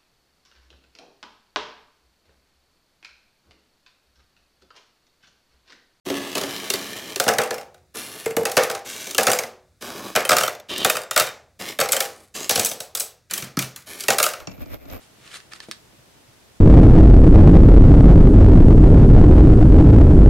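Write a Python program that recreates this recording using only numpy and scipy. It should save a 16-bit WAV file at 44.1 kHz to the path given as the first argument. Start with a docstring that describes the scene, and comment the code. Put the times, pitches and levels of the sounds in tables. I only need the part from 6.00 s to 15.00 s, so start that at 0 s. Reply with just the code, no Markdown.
"""Die-cast toy cars roll down a wooden slide, one after another, close by in a small room.
The first tumbles into a plastic bucket, and a long one bounces on the rim. From about 4 seconds on,
some drop into a frog-shaped pot that stands in the bucket, and a fire engine's metal body rings.
A digger with loose parts crashes in, then one more car is picked from the pile and sent down.
At the end a soft-tyred toy truck trundles over the boards."""
import sys
import numpy as np
from scipy import signal
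from scipy.fft import rfft, irfft, next_fast_len
from scipy.io import wavfile
from scipy.ndimage import uniform_filter1d, map_coordinates

SR = 44100
rng = np.random.default_rng(int(sys.argv[2]) if len(sys.argv) > 2 else 0)


def dump_mix(stems):
    """Bounce the given channels to the path in sys.argv[1] as a 16-bit WAV at rate SR."""
    frames = np.atleast_2d(stems).T  # one column per channel
    limited = np.clip(frames, -1, 1)  # hard clip at full scale
    pcm = np.round(limited * 32767).astype(np.int16)
    wavfile.write(sys.argv[1], SR, pcm)


N = 396900
TIME = np.arange(N) / SR
RING_TIME = np.arange(SR // 2) / SR  # the half second that one blow can last


def amp(db):
    """Turn decibels into a number to multiply by."""
    return 10 ** (np.asarray(db) / 20)


def unit(x):
    """Scale a sound to an average (rms) level of 1."""
    return x / np.sqrt(np.mean(x ** 2))


def fade(t60):
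    """Die away by 60 dB in t60 seconds, the "fade time"."""
    return np.exp(-np.log(1000) * RING_TIME / t60)


def colour(x, spectrum):
    """Shape a sound's lows and highs by (Hz, dB) points, then scale it to level 1."""
    hz, db = np.transpose(spectrum)
    bins = np.maximum(np.fft.rfftfreq(N, 1 / SR), 1)
    return unit(irfft(rfft(x) * amp(np.interp(np.log(bins), np.log(hz), db)), N))


def diffuse(t60):
    """Echoes so close together that they blur into fading noise."""
    tail = rng.standard_normal(len(RING_TIME)) * fade(t60) * (1 - np.exp(-RING_TIME / 0.0072))
    return tail / np.linalg.norm(tail)


def wobble(rate):
    """A smooth random wander that changes about rate times a second."""
    step = int(SR / rate)
    steps = np.repeat(rng.standard_normal(N // step + 1), step)
    return unit(uniform_filter1d(steps, step)[:N])


def grit(per_second, spread_db):
    """Tiny random taps of wheels on wood grain."""
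    sizes = amp(spread_db * np.minimum(rng.exponential(size=N), 5))
    return (rng.random(N) < per_second / SR) * sizes * rng.standard_normal(N)


def ringing(modes):
    """One fading tone for each mode, a pitch at which a struck thing rings."""
    return np.array([amp(db) * fade(t60) * np.cos(2 * np.pi * hz * RING_TIME) for hz, db, t60 in modes])


def contact(chatter_db=1, t60=0.0095):
    """A hard click, then a very short chatter of wheels and loose panels."""
    click = amp(chatter_db) * diffuse(t60)
    click[0] += 1
    return click


def car_body(ring_db=-25, t60=0.035, low_hz=1300, high_hz=13000, count=9):
    """Each corner of a car rings briefly with its own few plastic and metal tones."""
    t = RING_TIME[:SR // 16]
    hz = low_hz * (high_hz / low_hz) ** rng.random((count, 1))
    rings = rng.standard_normal(count) @ np.cos(2 * np.pi * hz * t)
    return amp(ring_db) * np.pad(rings, (0, len(RING_TIME) - len(t))) * fade(t60)


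def rebounds(size_db=-12, mean_gap_s=0.014, shrink=0.9, count=4):
    """The car skips on after a blow, touching again lightly at uneven gaps."""
    skips = np.zeros(len(RING_TIME))
    places = np.cumsum(rng.gamma(2, mean_gap_s / 2, count)) * SR
    sizes = amp(size_db) * shrink ** np.arange(count) * rng.uniform(-1.4, 1, count)
    skips[np.minimum(places.astype(int), len(skips) - 1)] = sizes
    return skips


# The edges in Hz of a blow's five bands, low to high: thud, hollow, clack, click, tick.
BAND_EDGES = [105, 380, 950, 2600, 6500, 16000]
# Each row, one per band: wall shudder in dB, its fade time in seconds, room echo in dB, its fade time.
BAND_TAILS = [(-10, 0.17, -7, .5), (-2.5, 0.11, 1, 0.48), (0.5, 0.098, 0, 0.39), (3.5, 0.014, -3.5, 0.35),
              (1, 0.021, -4, 0.24)]
# The fire engine's long metal body. Each row: pitch in Hz, level in dB, fade time in seconds.
FIRE_ENGINE_MODES = [(3085, -37, 0.15), (3677, -31, 0.22), (7628, -49.5, 0.36)]
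def blows(hits, modes, voice, echo_db, scatter_db=3, detune=0.0038, pivot_hz=1600):
    """At each blow the car clicks, it and the thing it hits ring, the wall shudders and the room echoes."""
    track = np.zeros(N)
    filters = [signal.butter(3, BAND_EDGES[k:k + 2], "band", fs=SR, output="sos") for k in range(5)]
    edges = np.log2(np.array(BAND_EDGES) / pivot_hz)
    octaves = (edges[:-1] + edges[1:]) / 2
    rings, fire_engine = ringing(modes), ringing(FIRE_ENGINE_MODES).sum(axis=0)
    for start_s, level_db, hardness in hits:
        # the spot that is struck decides how strongly each mode rings
        weights = amp(scatter_db * rng.standard_normal(len(modes))) * rng.choice([-1, 1], len(modes))
        detuned_time = RING_TIME * (1 + detune * rng.standard_normal())
        strike = np.interp(detuned_time, RING_TIME, weights @ rings)
        is_fire_engine = 4.69 < start_s < 5.3
        car = contact() + car_body() + fire_engine * is_fire_engine
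        strike += car + signal.fftconvolve(car, rebounds())[:len(car)]
        # a metal corner is hard (+) and bright; a flat or tyre-first landing is soft (-) and dull
        gains = amp(level_db + np.array(voice) + hardness * octaves)
        start = int(start_s * SR)
        for sos, gain, (wall_db, wall_t60, room_db, room_t60) in zip(filters, gains, BAND_TAILS):
            shudder = amp(wall_db) * diffuse(wall_t60)
            echo = amp(room_db + echo_db) * diffuse(room_t60)
            band = signal.sosfilt(sos, strike + shudder + echo)
            attack = np.sqrt(uniform_filter1d(band[:SR // 50] ** 2, size=256, mode="constant").max())
            track[start:start + len(band)] += band[:N - start] * gain / attack
    return track


# The tone of the room's air. Each row: frequency in Hz, level in dB.
ROOM_TONE = [(18, -42.5), (30, -13), (83, 3.5), (147, -4.5), (1090, -28), (1440, -22), (2700, -25.5),
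             (3150, -32.5), (3500, -22.5), (15000, -34)]
def room_air(level_db=-61, side_db=-15):
    """The quiet air of the room, a little different in each ear."""
    mid, side = (colour(rng.standard_normal(N), ROOM_TONE) for _ in range(2))
    return amp(level_db) * (mid + amp(side_db) * side * np.array([[1], [-1]]))


# The tone of the closing roll, middle and sides: a low rumble with a thin, high hiss above it.
# Each row: frequency in Hz, level in dB.
ROLL_MID_TONE = [(25, -9.5), (50, 0.5), (90, 2), (150, -19), (270, 2), (400, -14), (600, -8.5), (1200, -20),
                 (1900, -25), (2350, -22), (2900, -25.5), (9000, -40.5), (11500, -31), (13500, -15),
                 (15500, -37)]
ROLL_SIDE_TONE = [(18, -36.5), (30, 1), (64, -0.5), (426, -11.5), (629, -13.5), (1090, -25), (5730, -37),
                  (7430, -52), (11900, -32), (15000, -52)]
# How the truck's roll swells. 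Each row: time in seconds, level in dB.
TRUCK_SWELL = [(8.38, -69), (8.48, -51.5), (8.56, -52), (8.68, -42.5), (8.76, -41.5), (8.83, -43),
               (8.92, -40.5), (9, -46.5)]
# Its bumps. Each row: start in seconds, level in dB, hardness in dB per octave.
TRUCK_BUMPS = [(8.47, -19, 1), (8.577, -40, -2.5), (8.657, -35.5, -2), (8.853, -37, -1.5), (8.898, -34, 2)]
# The frame's ring. Each row: pitch in Hz, level in dB, fade time in seconds.
FRAME_MODES = [(131, -48, 0.38), (192.4, -42.5, 0.17), (271, -35.5, 0.069), (2340, -37, 0.29),
               (4430, -44, 0.17), (5873, -40, .18), (6815, -37, .18)]
# A voice lists how strongly a struck thing answers in each of the five bands, in dB.
TRUCK_VOICE = (-4.5, -12, -19, -13, -41)
def truck(uneven_db=6.0, side_db=5, whirr_hz=2300, whirr_db=-12):
    """Soft tyres give a low, wide, lumpy rumble and a few bumps; the axles whirr faintly."""
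    level = amp(np.interp(TIME, *np.transpose(TRUCK_SWELL)) + uneven_db * wobble(25))
    level *= TIME > TRUCK_SWELL[0][0]
    mid = colour(grit(per_second=2200, spread_db=-1.5), ROLL_MID_TONE)
    side = colour(grit(per_second=2200, spread_db=-1.5), ROLL_SIDE_TONE)
    whirr = unit(signal.lfilter(*signal.iirpeak(whirr_hz, 5, fs=SR), rng.standard_normal(N)))
    bumps = np.array([blows(TRUCK_BUMPS, FRAME_MODES, TRUCK_VOICE, echo_db=-24) for _ in range(2)])
    return level * (mid + amp(whirr_db) * whirr + amp(side_db) * side * np.array([[1], [-1]])) + bumps


# Bumps on the frame. Each row: start in seconds, level in dB, hardness in dB per octave.
PICKUP_BUMPS = [(7.309, -27, 1), (7.335, -25, 3), (7.377, -29.5, 3), (7.422, -27, -1.5),
                (7.569, -17.5, -4.5), (7.589, -18.5, 0.5), (7.622, -26, 0.5), (7.76, -35.5, 1.5)]
FRAME_VOICE = (-9.5, -20, -6.5, -0.5, -1.5)  # dB in each band
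def picking_up():
    """The next car is picked from the pile and bumps against the frame."""
    return blows(PICKUP_BUMPS, FRAME_MODES, FRAME_VOICE, echo_db=5)


# Wheels run down the slide, spin on after a fall or are pushed about in the pile.
# Each row: start and end in seconds, rumble in dB, hiss in dB, axle pitch in Hz, axle level in dB.
WHEEL_RUNS = [(0.049, 0.367, -31.5, -34, 3040, -37), (0.348, 1.101, -35, -33, 3240, -43),
              (1.938, 2.261, -38, -35, 10500, -43.5), (2.844, 3.102, -40.5, -32.5, 7060, -42),
              (3.805, 4.099, -32.5, -36, 4750, -55), (4.682, 4.863, -31.5, -36.5, 3260, -26.5),
              (5.588, 5.706, -32, -30, 3340, -47), (6.054, 6.23, -51, -52, 9350, -56.5),
              (6.338, 6.448, -34.5, -30.5, 7370, -37.5), (7.295, 7.391, -38, -33, 2330, -38),
              (7.857, 8.057, -42.5, -37, 10800, -44.5)]
# The tone of the board and of the wheels. 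Each row: frequency in Hz, level in dB.
BOARD_TONE = [(40, -29.5), (110, -12), (220, -1.5), (350, 0), (450, -2.5), (600, -8.5), (850, -7.5),
              (1080, -6.5), (1350, -15), (2200, -29)]
WHEEL_TONE = [(600, -31.5), (1300, -14), (1700, 2), (2000, -0.5), (2500, 1), (4000, -1), (6000, -3.5),
              (9000, -9.5), (12000, -6), (16000, -11)]
def rolling(rise_s=0.018, stop_t60=0.29, echo_db=-4, uneven_db=1.37, chassis_db=-6, run_fade_db=-2.5):
    """Wheels chatter over the grain: the board rumbles, the wheels hiss and the axles ring."""
    chatter = grit(per_second=3000, spread_db=3.6) * amp(uneven_db * wobble(45))
    chatter += amp(echo_db) * signal.fftconvolve(chatter, diffuse(0.29))[:N]
    board, hiss = colour(chatter, BOARD_TONE), colour(chatter, WHEEL_TONE)
    track = np.zeros(N)
    for start, end, rumble_db, hiss_db, axle_hz, axle_db in WHEEL_RUNS:
        progress = np.clip((TIME - start) / (end - start), 0, 1)
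        # each car's chassis colours the hiss in its own way
        wheels = unit(hiss + amp(chassis_db) * signal.oaconvolve(hiss, diffuse(0.0091)[:SR // 100])[:N])
        # the whirr rises as the car gathers speed
        speed = 1 + .04 * (progress - .5)
        wheels = map_coordinates(wheels, [np.cumsum(speed)], order=3, mode="mirror")
        width_hz = 920 * np.sqrt(axle_hz / 3000)
        axle = unit(signal.lfilter(*signal.iirpeak(axle_hz, axle_hz / width_hz, fs=SR), wheels))
        rise = np.clip((TIME - start) / rise_s, 0, 1)
        stop = np.exp(-np.log(1000) * np.maximum(TIME - end, 0) / stop_t60)
        level = rise * stop * amp(run_fade_db * progress)
        track += level * (amp(rumble_db) * board + amp(hiss_db) * wheels + amp(axle_db) * axle)
    return track


# Knocks on the slide. Each row: start in seconds, level in dB, hardness in dB per octave.
SLIDE_KNOCKS = [(0.063, -40, -9), (0.098, -21.5, -3.5), (0.351, -18.5, 0), (0.379, -21, 0.5),
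                (0.411, -23.5, 1), (0.434, -21, -1.5), (0.7, -15.5, 2.2), (0.736, -17, 1.5),
                (1.158, -20, 1), (3.068, -31, 1), (3.108, -31, 4), (3.146, -22, 2), (4.7, -32, -2),
                (4.779, -32, 5.5), (8.005, -31, 5), (8.036, -30, 2.5)]
# The wood's ring. Each row: pitch in Hz, level in dB, fade time in seconds.
SLIDE_MODES = [(280.7, -34.5, .6), (365, -39.5, 0.61), (620, -46, 0.18), (372, -46.5, 0.073),
               (385, -28, 0.11), (533, -37.5, 0.063), (617, -48.5, 0.092), (1180, -38, 0.047),
               (2540, -38, 0.054), (3570, -32, 0.063)]
SLIDE_VOICE = (-8, -5.5, -10, -2.5, -8.5)  # dB in each band
def slide():
    """Cars are set down on the slide, jolt over it and brush its rails."""
    return blows(SLIDE_KNOCKS, SLIDE_MODES, SLIDE_VOICE, echo_db=2)


# Bounces on the rim. Each row: start in seconds, level in dB, hardness in dB per octave.
RIM_HITS = [(2.258, -14.5, -1.5), (2.306, -23.5, -1), (2.365, -10, -0.5), (2.392, -31.5, -4),
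            (2.413, -30, -5.5)]
# The rim's ring. Each row: pitch in Hz, level in dB, fade time in seconds.
RIM_MODES = [(455, -27.5, 0.23), (481, -25.5, 0.16), (558, -33, 0.16), (2115, -25, 0.055)]
RIM_VOICE = (-7, -4.5, -11, -12.5, -9.5)  # dB in each band
def rim():
    """A long car tips off the slide and bounces on the bucket's rim."""
    return blows(RIM_HITS, RIM_MODES, RIM_VOICE, echo_db=2)


# Landings in the pot. Each row: start in seconds, level in dB, hardness in dB per octave.
POT_HITS = [(4.291, -10.5, -1), (4.305, -12.5, -3), (4.315, -9.5, -2.5), (4.328, -15, -2),
            (4.365, -14.5, 0), (4.382, -16.5, 0.5), (4.408, -18.5, -1), (4.422, -23, -2.5),
            (4.433, -15.5, -1), (4.477, -19, -2), (4.897, -14, 0.5), (4.951, -23.5, -3),
            (4.967, -21.5, -0.5), (5.109, -21.5, 0), (5.161, -12, -1), (5.175, -13, 1), (5.197, -15, 1.5),
            (5.205, -17, -2.5), (8.183, -16.5, 1.5), (8.198, -14.5, -1.5), (8.227, -20, 4),
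            (8.238, -18.5, 1.5), (8.262, -17, -1), (8.334, -28.5, -1), (8.4, -38, -2.5)]
# The pot's ring. Each row: pitch in Hz, level in dB, fade time in seconds.
POT_MODES = [(530, -42, 0.25), (607, -46.5, 0.43), (620, -33.5, 0.075), (717, -38.5, 0.24),
             (1082, -57, 0.3), (1220, -34.5, 0.16), (1312, -16, 0.022), (1428, -39.5, 0.28),
             (1570, -46, 0.19), (2755, -37, 0.17), (3760, -43.5, 0.14), (4170, -41, .05),
             (5630, -39.5, .03)]
POT_VOICE = (-22.5, -6.5, -1, -0.5, -1.5)  # dB in each band
def pot():
    """Cars drop into the frog-shaped pot and make it ring."""
    return blows(POT_HITS, POT_MODES, POT_VOICE, echo_db=3)


# Landings in the bucket. Each row: start in seconds, level in dB, hardness in dB per octave.
BUCKET_HITS = [(1.198, -15, 0.6), (1.238, -33, 3.5), (1.262, -24, -5.5), (1.278, -14, -2),
               (1.286, -13.5, -.5), (1.335, -36, 3.5), (1.383, -14, -1.5), (1.415, -28, 1), (1.434, -34, 3),
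               (1.506, -22, -2), (1.541, -34.5, 1.5), (1.58, -34, -1), (1.61, -39.5, -1.5),
               (1.743, -49.5, -1), (2.452, -19, .5), (2.515, -32, 3.5), (2.567, -11, -1.5),
               (2.575, -13.5, -1.5), (2.633, -25.5, 2.5), (2.698, -23.5, -.5), (2.711, -32.5, 2),
               (2.748, -28, -0.5), (3.18, -11.5, 0), (3.194, -22.5, -1), (3.207, -22.5, -0.5),
               (3.231, -27, 4), (3.267, -13.5, 0.2), (3.28, -17, -2), (3.3, -20, 0.5), (3.315, -24.5, 4.5),
               (3.331, -20, 1.5), (3.387, -20.5, 1), (3.434, -28, -1.5), (4.151, -19.5, -1.5),
               (4.159, -13, -.5), (4.25, -24, 1), (4.846, -11.5, 0.5), (4.86, -21, -1),
               (5.787, -18.5, -1.5), (5.8, -23, 3), (5.81, -15.5, -.5), (5.887, -27, 1.5),
               (5.919, -28, 7.5), (5.928, -19, 2), (5.964, -21, 1.5), (6.003, -19.5, 2.5),
               (6.05, -32, -0.5), (8.082, -12.5, 0), (8.102, -13.5, 0), (8.13, -31, 2.5)]
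# The bucket's ring. Each row: pitch in Hz, level in dB, fade time in seconds.
BUCKET_MODES = [(228, -48.5, 0.32), (281, -57, 0.54), (370, -60, 0.87), (449, -42, 0.33),
                (496, -42.5, 0.47), (537.4, -34, 0.093), (618, -41.5, 0.18), (665, -29, 0.019),
                (717, -40.5, 0.26), (796, -40, 0.34), (1070, -62.5, 0.27), (1143, -50.5, 0.15),
                (1308, -36.5, 0.076), (1510, -27.5, 0.025), (1740, -47.5, 0.13), (2200, -48.5, 0.25),
                (2410, -43, 0.18), (3720, -39, 0.093)]
BUCKET_VOICE = (-14, -2, -1, 0, -2.5)  # dB in each band
def bucket():
    """Cars land and tumble in the bucket, shaking its plastic wall."""
    return blows(BUCKET_HITS, BUCKET_MODES, BUCKET_VOICE, echo_db=3)


# The digger's fall. Each row: start in seconds, level in dB, hardness in dB per octave.
DIGGER_HITS = [(6.493, -9.5, 1.5), (6.507, -10, -0.5), (6.556, -9, 0), (6.574, -12, -2), (6.594, -12.5, 2),
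               (6.647, -23.5, 6.5), (6.657, -25, 6), (6.713, -20, 0), (6.802, -22.5, 1), (6.949, -20, 3),
               (6.971, -24.5, 2.5), (6.997, -35, 9), (7.003, -22, 3.5), (7.012, -34, -2.5)]
# The digger's ring. Each row: pitch in Hz, level in dB, fade time in seconds.
DIGGER_MODES = [(4511, -44, .06), (5561, -36, .15), (5852, -38, .15), (6400, -35, .04), (6700, -36, .07),
                (7100, -33, .04), (7890, -37, .22), (7990, -39, .2), (11400, -46, .12), (12010, -46, .12)]
DIGGER_VOICE = (-19, -11, -14, -6, -7.5)  # dB in each band
def digger():
    """A digger with loose metal parts falls into the bucket and topples; both ring."""
    return blows(DIGGER_HITS, BUCKET_MODES + DIGGER_MODES, DIGGER_VOICE, echo_db=5)


def scene():
    """The cars sound from the middle; the truck and the room spread left and right."""
    cars = rolling() + slide() + rim() + bucket() + pot() + digger() + picking_up()
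    return cars + truck() + room_air()


# The overall tone of the sound, with a dip near 1 kHz and a softened top.
# Each row: frequency in Hz, boost or cut in dB.
OVERALL_TONE = [(50, -0.5), (200, -3.5), (330, -4.5), (600, 1), (820, -3.5), (970, -5.5), (1200, 1.5),
                (1600, -0.5), (3000, -3), (8000, -0.5), (12000, -3), (15500, -5)]
def record(dry, ceiling=1.0, top_hz=15900):
    """Shape the overall tone, let lows trail highs, round the peaks and cut the very top."""
    size = next_fast_len(N + SR // 4)
    hz = np.maximum(np.fft.rfftfreq(size, 1 / SR), 1)
    points_hz, points_db = np.transpose(OVERALL_TONE)
    gain = amp(np.interp(np.log(hz), np.log(points_hz), points_db))
    delay_s = .001 * np.log(top_hz / np.clip(hz, 100, top_hz)) + .0007
    phase = 2 * np.pi * np.cumsum(delay_s) * SR / size
    heard = irfft(rfft(dry, size) * gain * np.exp(-1j * phase), size)[:, :N]
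    fade_in = np.clip((TIME - .045) / .01, 0, 1)
    lowpass = signal.ellip(10, .2, 80, top_hz, fs=SR, output="sos")
    return signal.sosfilt(lowpass, fade_in * ceiling * np.tanh(heard / ceiling))


dry = scene()
out = record(dry)
dump_mix(out)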